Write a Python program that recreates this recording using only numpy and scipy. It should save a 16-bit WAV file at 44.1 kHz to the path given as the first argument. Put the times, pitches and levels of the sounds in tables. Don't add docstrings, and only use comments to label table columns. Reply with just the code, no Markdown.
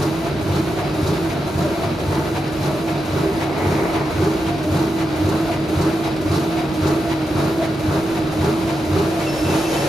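import sys
import numpy as np
from scipy.fft import rfft, irfft, next_fast_len
from scipy.io import wavfile
from scipy.ndimage import map_coordinates

SR = 44100
rng = np.random.default_rng(int(sys.argv[2]) if len(sys.argv) > 2 else 0)


def materialize(psi):
    bounded = np.clip(np.atleast_2d(psi).T, -1, 1)
    quanta = np.round(bounded * 32767).astype(np.int16)
    wavfile.write(sys.argv[1], SR, quanta)


N = 435708
TIME = np.arange(N) / SR
STROKE_S, FIRST_STROKE_S = .52708, .42
CUT_S, RELEASE_S = .14, .185

# t/s, thump/dB, cut force/dB, cut length/s, guard ring in the cut/dB,
# guard ring on release/dB, paper swish/dB, gripper snap/dB, extra gear jolt/dB
STROKES = [(-0.107, -24, -1, .02, -25.5, -40, 0, -4, -3), (0.42, -21.5, 0.5, .025, -33, -37, -1.4, -4, 4),
           (0.947, -22, -1.5, .02, -25, -28, 0.5, -1.5, -3), (1.474, -22, 0, .03, -31, -29, -1, -2, 0.5),
           (2.001, -23, 1.5, .03, -31, -35, -2, -1.5, 2),
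           (2.529, -25.5, -0.5, .03, -25, -30, -0.5, -2.5, -9),
           (3.055, -24, 0, .035, -25.5, -21.5, -3, -1, 4.5), (3.582, -22, -3, 0.042, -27, -29, -1, -0.5, 0),
           (4.111, -21, -.5, 0.041, -19, -28, -1.5, 0, 2.5),
           (4.637, -21.5, .5, .05, -34, -29, 1.5, -1, 0.5), (5.164, -21, 0, 0.056, -25, -34, -1, -2, -1),
           (5.691, -20, 0, 0.067, -22.5, -28, 0, 0, 2), (6.218, -22, -.5, .065, -24, -29, 2.5, -1.5, -2),
           (6.745, -23, 2, .07, -22.5, -30, 0.5, -1.5, 1), (7.271, -25.5, 2.5, 0.057, -24, -29, -.5, 0, 0),
           (7.8, -21.5, 1.5, 0.045, -25.5, -41, -0.5, -1.5, 1),
           (8.326, -22, 2, .06, -20.5, -31, -0.5, 0.5, 0),
           (8.852, -20.5, 2.5, 0.042, -18.5, -34, -.5, -1, -2.5),
           (9.379, -23.5, 2, 0.062, -23.5, -35, 0, 0, 0)]
# offset/s, lift of the weak drone/dB, lift of the firm drone/dB, width/s
CAM_JOLTS = [(.012, -2.5, -6.5, .018), (.045, 3, 6, .02), (.11, -2, 3, .012), (.14, -12, -8, .013),
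             (.178, 7.5, 5, 0.02)]
# offset/s, f/Hz, level over the thump/dB, rise/s, t60/s
BED_THUDS = [(.012, 92, -14, .012, .09), (.047, 84, -5, .013, 0.14), (.089, 108, -2, 0.0091, 0.092),
             (.088, 91, -1.5, 0.035, 0.53), (.14, 174.5, -5, 0.037, 0.32), (.185, 222, -9, 0.019, 0.29),
             (.27, 175.5, -8, 0.023, 0.28), (.358, 92, -11, .012, .1), (0.411, 100, -13.5, 0.056, 0.2)]
# offset/s, f/Hz, level over the stroke's ring/dB, rise/s, t60/s
GUARD_KNOCKS = [(.116, 378.3, 1, 0.0075, 0.092), (.158, 405, -0.5, 0.019, 0.17),
                (.208, 400, -0.5, .018, .2), (.247, 387.5, 2.5, 0.019, 0.095)]
# offset/s, relative level/dB, rise/s, hold/s, t60/s
GRIPPER_SNAPS = [(.002, -6, .008, .004, .15), (0.352, -1.5, .007, .032, 0.09),
                 (0.476, -4.5, .005, .002, 0.078)]
# t/s, slap/dB, crackle/dB
LANDINGS = [(.265, -2, -9), (.792, -2, -3), (1.306, -7, -4), (1.836, -2, -9), (2.364, -2.5, -5),
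            (2.884, -5, -3), (3.417, -5, -3), (3.955, -1, -4), (4.488, -4, -6), (5.015, -3, -2),
            (5.528, -7, -1), (6.062, -2, -6), (6.585, -5, -7), (7.115, -6, -4), (7.638, -2, -4),
            (8.175, -3, -4), (8.695, -6, -5), (9.225, -6, -5), (9.755, -4, -6)]
# offset/s, f/Hz, level/dB, width/s
WHIRS = [(.02, 612, -34.5, 0.025), (.19, 619, -37, 0.064)]
# t/s, width/s, f/Hz, level/dB
GROANS = [(.07, .05, 599, -34), (.25, 0.043, 670, -29), (.81, 0.049, 717, -29), (1.35, 0.07, 682, -36),
          (1.65, 0.057, 577, -29.5), (1.82, 0.091, 680, -29), (2.38, 0.055, 714, -30.5),
          (2.74, .05, 615, -28), (2.95, 0.097, 691, -31.5), (3.42, .08, 693, -34), (3.93, 0.1, 701, -33),
          (4.52, 0.045, 690, -28.5), (4.69, 0.038, 606, -29.5), (5.48, 0.1, 688, -27.5),
          (6.04, 0.1, 691, -32), (6.6, 0.072, 687, -31), (7.08, 0.086, 680, -30.5), (7.63, 0.062, 660, -27),
          (8.2, 0.078, 696, -33), (8.7, 0.085, 690, -36), (9.2, .09, 684, -29.5), (9.77, 0.074, 698, -35)]
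# f/Hz, level/dB
INVERTER_TONES = [(4885, -63), (7558, -69), (7924, -62), (7972, -59), (7999, -61), (8031, -65), (8074, -65),
                  (8424, -68), (11886, -71), (12116, -72)]
# f/Hz, relative level/dB
EDGE_TONES = [(3090, -47), (4480, -48), (6450, -51), (10070, -50), (10900, -48)]
# t/s, length/s, note/dB, octave/dB
SQUEALS = [(9.261, .018, -32.5, -54), (9.278, .035, -42, -39), (9.32, .04, -45, -42.5),
           (9.372, .04, -46, -40), (9.415, .025, -44, -47), (9.445, .035, -37, -46), (9.49, .038, -36, -47),
           (9.56, .05, -47, -52), (9.646, .035, -35.5, -57), (9.695, .03, -44, -55),
           (9.755, .025, -37, -50), (9.774, .04, -48, -42), (9.815, .025, -40, -49)]
# t/s, width/s, f/Hz, level/dB
CHIRPS = [(9.22, .02, 2260, -41), (9.68, .04, 6072, -48), (9.70, .05, 5566, -48), (9.72, .06, 6498, -49),
          (9.757, .013, 3074, -35), (9.81, .04, 4470, -45)]
# f/Hz, width/Hz, lift/dB
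COVER_MODES = [(94.5, 11, 2), (172, 25, 6.5), (342, 17, 4), (692, 59, 5), (852, 22, 6.5), (943, 35, 4.5),
               (1307, 7, 5.5), (1440, 12, 0.5), (1992, 32, 3.5), (2290, 140, 2.5), (3930, 340, 4),
               (4880, 19, 6)]
# f/Hz, spectral level/dB
DIE_EQ = [(60, -70), (120, -59), (230, -58), (290, -54.5), (400, -53.5), (520, -56.5), (800, -61),
          (1300, -59.5), (1900, -72), (3000, -75.5), (8000, -101), (15700, -110)]
SWISH_EQ = [(1200, -100), (2600, -86), (4000, -72), (6000, -76), (8500, -78.5), (12000, -84.5),
            (15700, -91)]
GRIPPER_EQ = [(100, -81), (400, -54), (900, -62.5), (1500, -67), (2300, -67), (3100, -70), (4000, -71.5),
              (6000, -77), (9000, -80), (15700, -96)]
SLAP_EQ = [(100, -75), (400, -68), (900, -56.5), (1500, -65.5), (2300, -74.5), (3100, -77), (4000, -78),
           (6000, -84), (9000, -92), (15700, -96)]
CRACKLE_EQ = [(600, -90), (1500, -64.5), (2300, -62), (3200, -73.5), (6000, -92), (15700, -110)]
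VALVE_EQ = [(1000, -105), (4000, -96), (6500, -81.5), (7800, -83.5), (8800, -84), (10000, -83),
            (12000, -90), (14000, -83), (15700, -95)]
RASP_EQ = [(150, -75), (400, -50.5), (600, -59), (1050, -59.5), (1600, -67.5), (2200, -64.5), (3200, -84),
           (6000, -88), (15000, -100)]
JET_EQ = [(150, -70), (500, -47.5), (1200, -63), (2800, -65), (4200, -67.5), (7000, -69.5), (10000, -73),
          (13000, -78), (15700, -86)]
SHAFT_EQ = [(15, -104), (28, -92), (48, -55.5), (70, -54.5), (115, -52.5), (200, -55.5), (270, -54.5),
            (350, -50), (450, -55), (540, -64), (800, -75), (2000, -110)]
BELT_EQ = [(100, -71), (400, -68.5), (620, -56.5), (800, -64.5), (1150, -64), (1500, -65), (1800, -71),
           (2600, -70.5), (3300, -74.5), (4600, -75.5), (6000, -82.5), (8200, -87.5), (11500, -88.5),
           (15700, -97)]
# f/Hz, correlation
STEREO_LIKENESS = [(25, .88), (70, .97), (140, .94), (330, .84), (500, .72), (1000, .56), (1900, .3),
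                   (4000, .56), (6000, .6), (8000, .82), (15000, .87)]
# f/Hz, lead of the left/rad
STEREO_LEAD = [(1000, 0), (2240, -.6), (3190, .7), (3880, -.1), (4910, .4), (6200, -.2), (8100, -3.1),
               (9500, -4.4), (11500, -6.3), (15000, -9.4)]
# f/Hz, left minus right/dB
STEREO_BALANCE = [(60, -4), (110, 1.3), (200, -2.1), (380, -1.5), (700, 0.5), (1290, 0.9), (2380, 1),
                  (4400, 1), (8120, 2), (15000, -1)]


def gears(teeth_per_stroke=168, speed_swing=.0272, firm_at_s=4.04, firm_over_s=.37, shudder_hz=14.7):
    starts, *_, home_db = np.transpose(STROKES)
    speed = np.cos(2 * np.pi * since(.3002) / STROKE_S)
    mesh_hz = teeth_per_stroke / STROKE_S * (1 + speed_swing * speed) + 1.15 * wobble(90)
    firm = np.clip((TIME - firm_at_s) / firm_over_s + .5, 0, 1)
    jolt_db = sum((weak_db + firm * (firm_db - weak_db)) * bump(at_s, width_s)
                  for at_s, weak_db, firm_db, width_s in CAM_JOLTS)
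    jolt_db += np.interp(TIME, starts + .19, home_db) * bump(.19, .02)
    shudder = np.cos(2 * np.pi * shudder_hz * around(.1185))
    shudder_db = 1.5 * bump(.1185, width_s=.29) * shudder
    backlash_db = (1.2 + 1.5 * (1 - firm)) * wobble(40)
    level_db = -29.5 + 4 * firm + 1.3 * speed + jolt_db + shudder_db + backlash_db
    return amp(level_db) * tone(mesh_hz, unsteady=.19)


def frame(hum_cycles_per_stroke=75):
    thump_db = np.transpose(STROKES)[1]
    push = amp(-25) * bump(CUT_S, width_s=.096)
    pull = amp(-29) * bump(.44, width_s=.12)
    hum = (push - pull) * amp(.32 * wobble(9.2)) * tone(hum_cycles_per_stroke / STROKE_S, unsteady=.15)
    bed = sum(blows(thump_db + db, at_s, rise_s, t60, hz=hz, detune=.013)
              for at_s, hz, db, rise_s, t60 in BED_THUDS)
    return hum + np.sqrt(2) * bed


def guard(wander_hz=11, buzz_db=1.1):
    cut_db, release_db = np.transpose(STROKES)[4:6]
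    out = np.zeros(N)
    for at_s, hz, db, rise_s, t60 in GUARD_KNOCKS:
        ring_db = release_db if at_s > RELEASE_S else cut_db
        knocks = blows(ring_db + db, at_s, rise_s, t60) * amp(buzz_db * wobble(70))
        out += knocks * tone(hz + wander_hz * wobble(40), unsteady=.32)
    return out


def cutting():
    _, _, force_db, length_s, _, _, swish_db, _, _ = np.transpose(STROKES)
    dies = blows(force_db, CUT_S - length_s / 2, rise_s=.027, t60=.49, hold_s=length_s)
    dies = dies * rattle(rate=1500, share=.16) * amp(-.74 + 1.2 * wobble(110))
    paper = blows(swish_db, CUT_S, rise_s=.062, t60=.48)
    paper = paper * rattle(rate=900, share=.17) * amp(2.1 * wobble(110))
    return radiate(dies, DIE_EQ) + radiate(paper, SWISH_EQ)


def grippers():
    snap_db = np.transpose(STROKES)[7]
    snaps = sum(blows(snap_db + db, at_s, rise_s, t60, hold_s)
                for at_s, db, rise_s, hold_s, t60 in GRIPPER_SNAPS)
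    return radiate(snaps * rattle(rate=1000, share=.099), GRIPPER_EQ)


def landing():
    times, slap_db, crackle_db = np.transpose(LANDINGS)
    at_s = times - np.transpose(STROKES)[0]
    slap = blows(slap_db, at_s, rise_s=.012, t60=.1, hold_s=.015) * rattle(rate=810, share=.15)
    crackle = blows(crackle_db, at_s, rise_s=.006, t60=.09, hold_s=.012) * rattle(rate=700, share=.25)
    return radiate(slap, SLAP_EQ) + radiate(crackle, CRACKLE_EQ)


def transport():
    whir = sum(bump(at_s, width_s) * amp(db) * rubbing(hz) for at_s, hz, db, width_s in WHIRS)
    times, _, pitches, _ = np.transpose(GROANS)
    hold_edges = np.column_stack([times - .08, times + .08]).ravel()
    groan_hz = np.interp(TIME, hold_edges, np.repeat(pitches, 2))
    swells = sum(amp(db - .6) * swell(t, width_s) for t, width_s, _, db in GROANS)
    return whir + swells * rubbing(groan_hz)


def rubbing(hz, wander_hz=9, chatter_hz=21, rough_db=3):
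    roughness = amp(rough_db * wobble(110))
    return roughness * tone(hz + wander_hz * wobble(18) + chatter_hz * wobble(130), unsteady=.43)


def air_valve(nozzle_hz=12715, sag_hz=800, settle_s=.115, fade_db=-6):
    t = since(.514)
    opening = gate(t, attack_s=.012, hold_s=.404, release_s=.02)
    puff = amp(-1) * np.exp(-(t / .016) ** 2)
    flow = np.maximum(opening * (1 + puff), amp(-9.5))
    hiss = radiate(white() * flow * amp(-.3 + .3 * wobble(17)), VALVE_EQ, ringing=False)
    whistle_hz = nozzle_hz + sag_hz * np.exp(-t / settle_s) + 25 * wobble(3) + 45 * wobble(300)
    whistle_db = -59.5 + fade_db * TIME / TIME[-1] + 3.6 * wobble(18) + 1.5 * wobble(2.6)
    build = np.minimum(t / .12, 1)
    return hiss + opening * build * amp(whistle_db) * tone(whistle_hz, unsteady=1.8)


def sheet_rasp(peak_s=3.83, rise_s=.55, fall_s=.35):
    t = TIME - peak_s
    pressure = np.exp(-(t / np.where(t < 0, rise_s, fall_s)) ** 2)
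    return radiate(pressure * amp(1.6 * wobble(50)) * rattle(rate=550, share=.27), RASP_EQ)


def air_jet(full_s=9.84, growth_db_per_s=12, waver_hz=35):
    level_db = -1.7 + growth_db_per_s * np.minimum(TIME - full_s, 0)
    edge_db = 1.76 * level_db
    whistles = sum(amp(db + edge_db + 3.3 * wobble(25)) * tone(hz + waver_hz * wobble(13), unsteady=.9)
                   for hz, db in EDGE_TONES)
    hiss = white() * amp(level_db + 1.7 * wobble(25))
    return whistles + radiate(hiss, JET_EQ, ringing=False, echo_db=-11)


def roller_squeal(pitch_hz=2667, sharp_hz=129, settle_s=.007):
    note, octave = np.zeros((2, N))
    for start, length_s, db, octave_db in SQUEALS:
        surge = gate(TIME - start, attack_s=.0076, hold_s=length_s, release_s=.011)
        note += amp(db) * surge
        octave += amp(octave_db) * surge
    catch = np.exp(-np.maximum(TIME - SQUEALS[0][0], 0) / settle_s)
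    hz = pitch_hz + sharp_hz * catch + 5 * wobble(16) + 9 * wobble(700)
    roughness = amp(.7 * wobble(160))
    return roughness * (note * tone(hz, unsteady=.3) + octave * tone(2 * hz, unsteady=.55))


def chirps(waver_hz=18, flutter_db=2):
    out = np.zeros(N)
    for t, width_s, hz, db in CHIRPS:
        envelope = swell(t, width_s) * amp(db + flutter_db * wobble(60))
        out += envelope * tone(hz + waver_hz * wobble(40), unsteady=.4)
    return out


def singing(start_s=1.99, hz=888):
    envelope = gate(TIME - start_s, attack_s=.1, hold_s=.23, release_s=.053)
    return envelope * amp(-37.5 + 3.7 * wobble(30.7)) * tone(hz, unsteady=.48)


def shafts_and_belts():
    rumble = radiate(white() * amp(.56 * wobble(11)), SHAFT_EQ)
    rustle = rattle(rate=450, share=.098) * amp(.14 * wobble(2.92) + .98 * wobble(25))
    return rumble + radiate(rustle, BELT_EQ)


def inverter():
    return sum(amp(db) * tone(hz, unsteady=.48) for hz, db in INVERTER_TONES)


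def blows(levels_db, at_s, rise_s, t60, hold_s=0, hz=0, detune=0):
    out = np.zeros(N)
    peaks = np.transpose(STROKES)[0] + at_s
    chances = rng.standard_normal(len(STROKES))
    for peak, hold, db, chance in np.broadcast(peaks, hold_s, levels_db, chances):
        near = slice(*np.searchsorted(TIME, [peak - STROKE_S, peak + hold + t60]))
        t = TIME[near] - peak
        attack = np.exp(-(np.minimum(t, 0) / rise_s) ** 2)
        decay = amp(db - 60 * np.maximum(t - hold, 0) / t60)
        out[near] += attack * decay * np.cos(2 * np.pi * hz * (1 + detune * chance) * t)
    return out


def radiate(noise_pair, eq, ringing=True, echo_db=-20):
    echoes = np.zeros(SR // 30)
    echoes[rng.integers(SR // 500, len(echoes), size=8)] = amp(echo_db)
    echoes[0] = 1
    def response(hz):
        gain = amp(along(eq, hz)) * np.sqrt(SR / 2)
        gain = gain * rfft(echoes, 2 * (len(hz) - 1)) / np.linalg.norm(echoes)
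        for centre, width, db in COVER_MODES if ringing else []:
            resonance = 1j * hz * width / (centre ** 2 - hz ** 2 + 1j * hz * width)
            gain *= 1 + (amp(db) - 1) * resonance
        spread = np.arccos(np.clip(along(STEREO_LIKENESS, hz), -1, 1)) / 2
        return gain * np.array([np.cos(spread), np.sin(spread)])
    mid, side = filtered(noise_pair, response)
    return np.array([mid + side, mid - side])


def rattle(rate, share):
    contacts = white() * (rng.random(N) < rate / SR) * np.sqrt(SR / rate)
    return np.sqrt(share) * contacts + np.sqrt(1 - share) * white()


def tone(hz, unsteady):
    return np.sqrt(2) * np.sin(2 * np.pi * np.cumsum(hz + np.zeros(N)) / SR + unsteady * wobble(25))


def white():
    return rng.standard_normal((2, N))


def wobble(rate):
    return map_coordinates(rng.standard_normal(int(N * rate / SR) + 4), [TIME * rate])


def since(at_s):
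    return (TIME - FIRST_STROKE_S - at_s) % STROKE_S


def around(at_s):
    return since(at_s - STROKE_S / 2) - STROKE_S / 2


def bump(at_s, width_s):
    return np.exp(-(around(at_s) / width_s) ** 2)


def swell(peak_s, width_s):
    return np.exp(-np.minimum(((TIME - peak_s) / width_s) ** 2, 20))


def gate(t, attack_s, hold_s, release_s):
    return np.clip(t / attack_s, 0, 1) * np.exp(-np.maximum(t - hold_s, 0) / release_s)


def filtered(x, response):
    size = next_fast_len(N + SR // 2)
    return irfft(rfft(x, size) * response(np.fft.rfftfreq(size, 1 / SR)), size)[..., :N]


def along(points, hz):
    freqs, values = np.transpose(points)
    return np.interp(np.log(hz + 1), np.log(freqs + 1), values)


def amp(db):
    return 10 ** (np.asarray(db) / 20)


def scene():
    machine = gears() + frame() + guard() + transport() + inverter() + shafts_and_belts()
    work = cutting() + grippers() + landing() + air_valve()
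    accents = sheet_rasp() + singing() + air_jet() + roller_squeal() + chirps()
    return machine + work + accents


def record(dry, top_hz=15750):
    def sides(hz):
        left = amp(along(STEREO_BALANCE, hz) / 2) * np.exp(.5j * along(STEREO_LEAD, hz))
        return np.array([left, 1 / left]) * (hz < top_hz)
    return filtered(dry, sides)


dry = scene()
out = record(dry)
materialize(out)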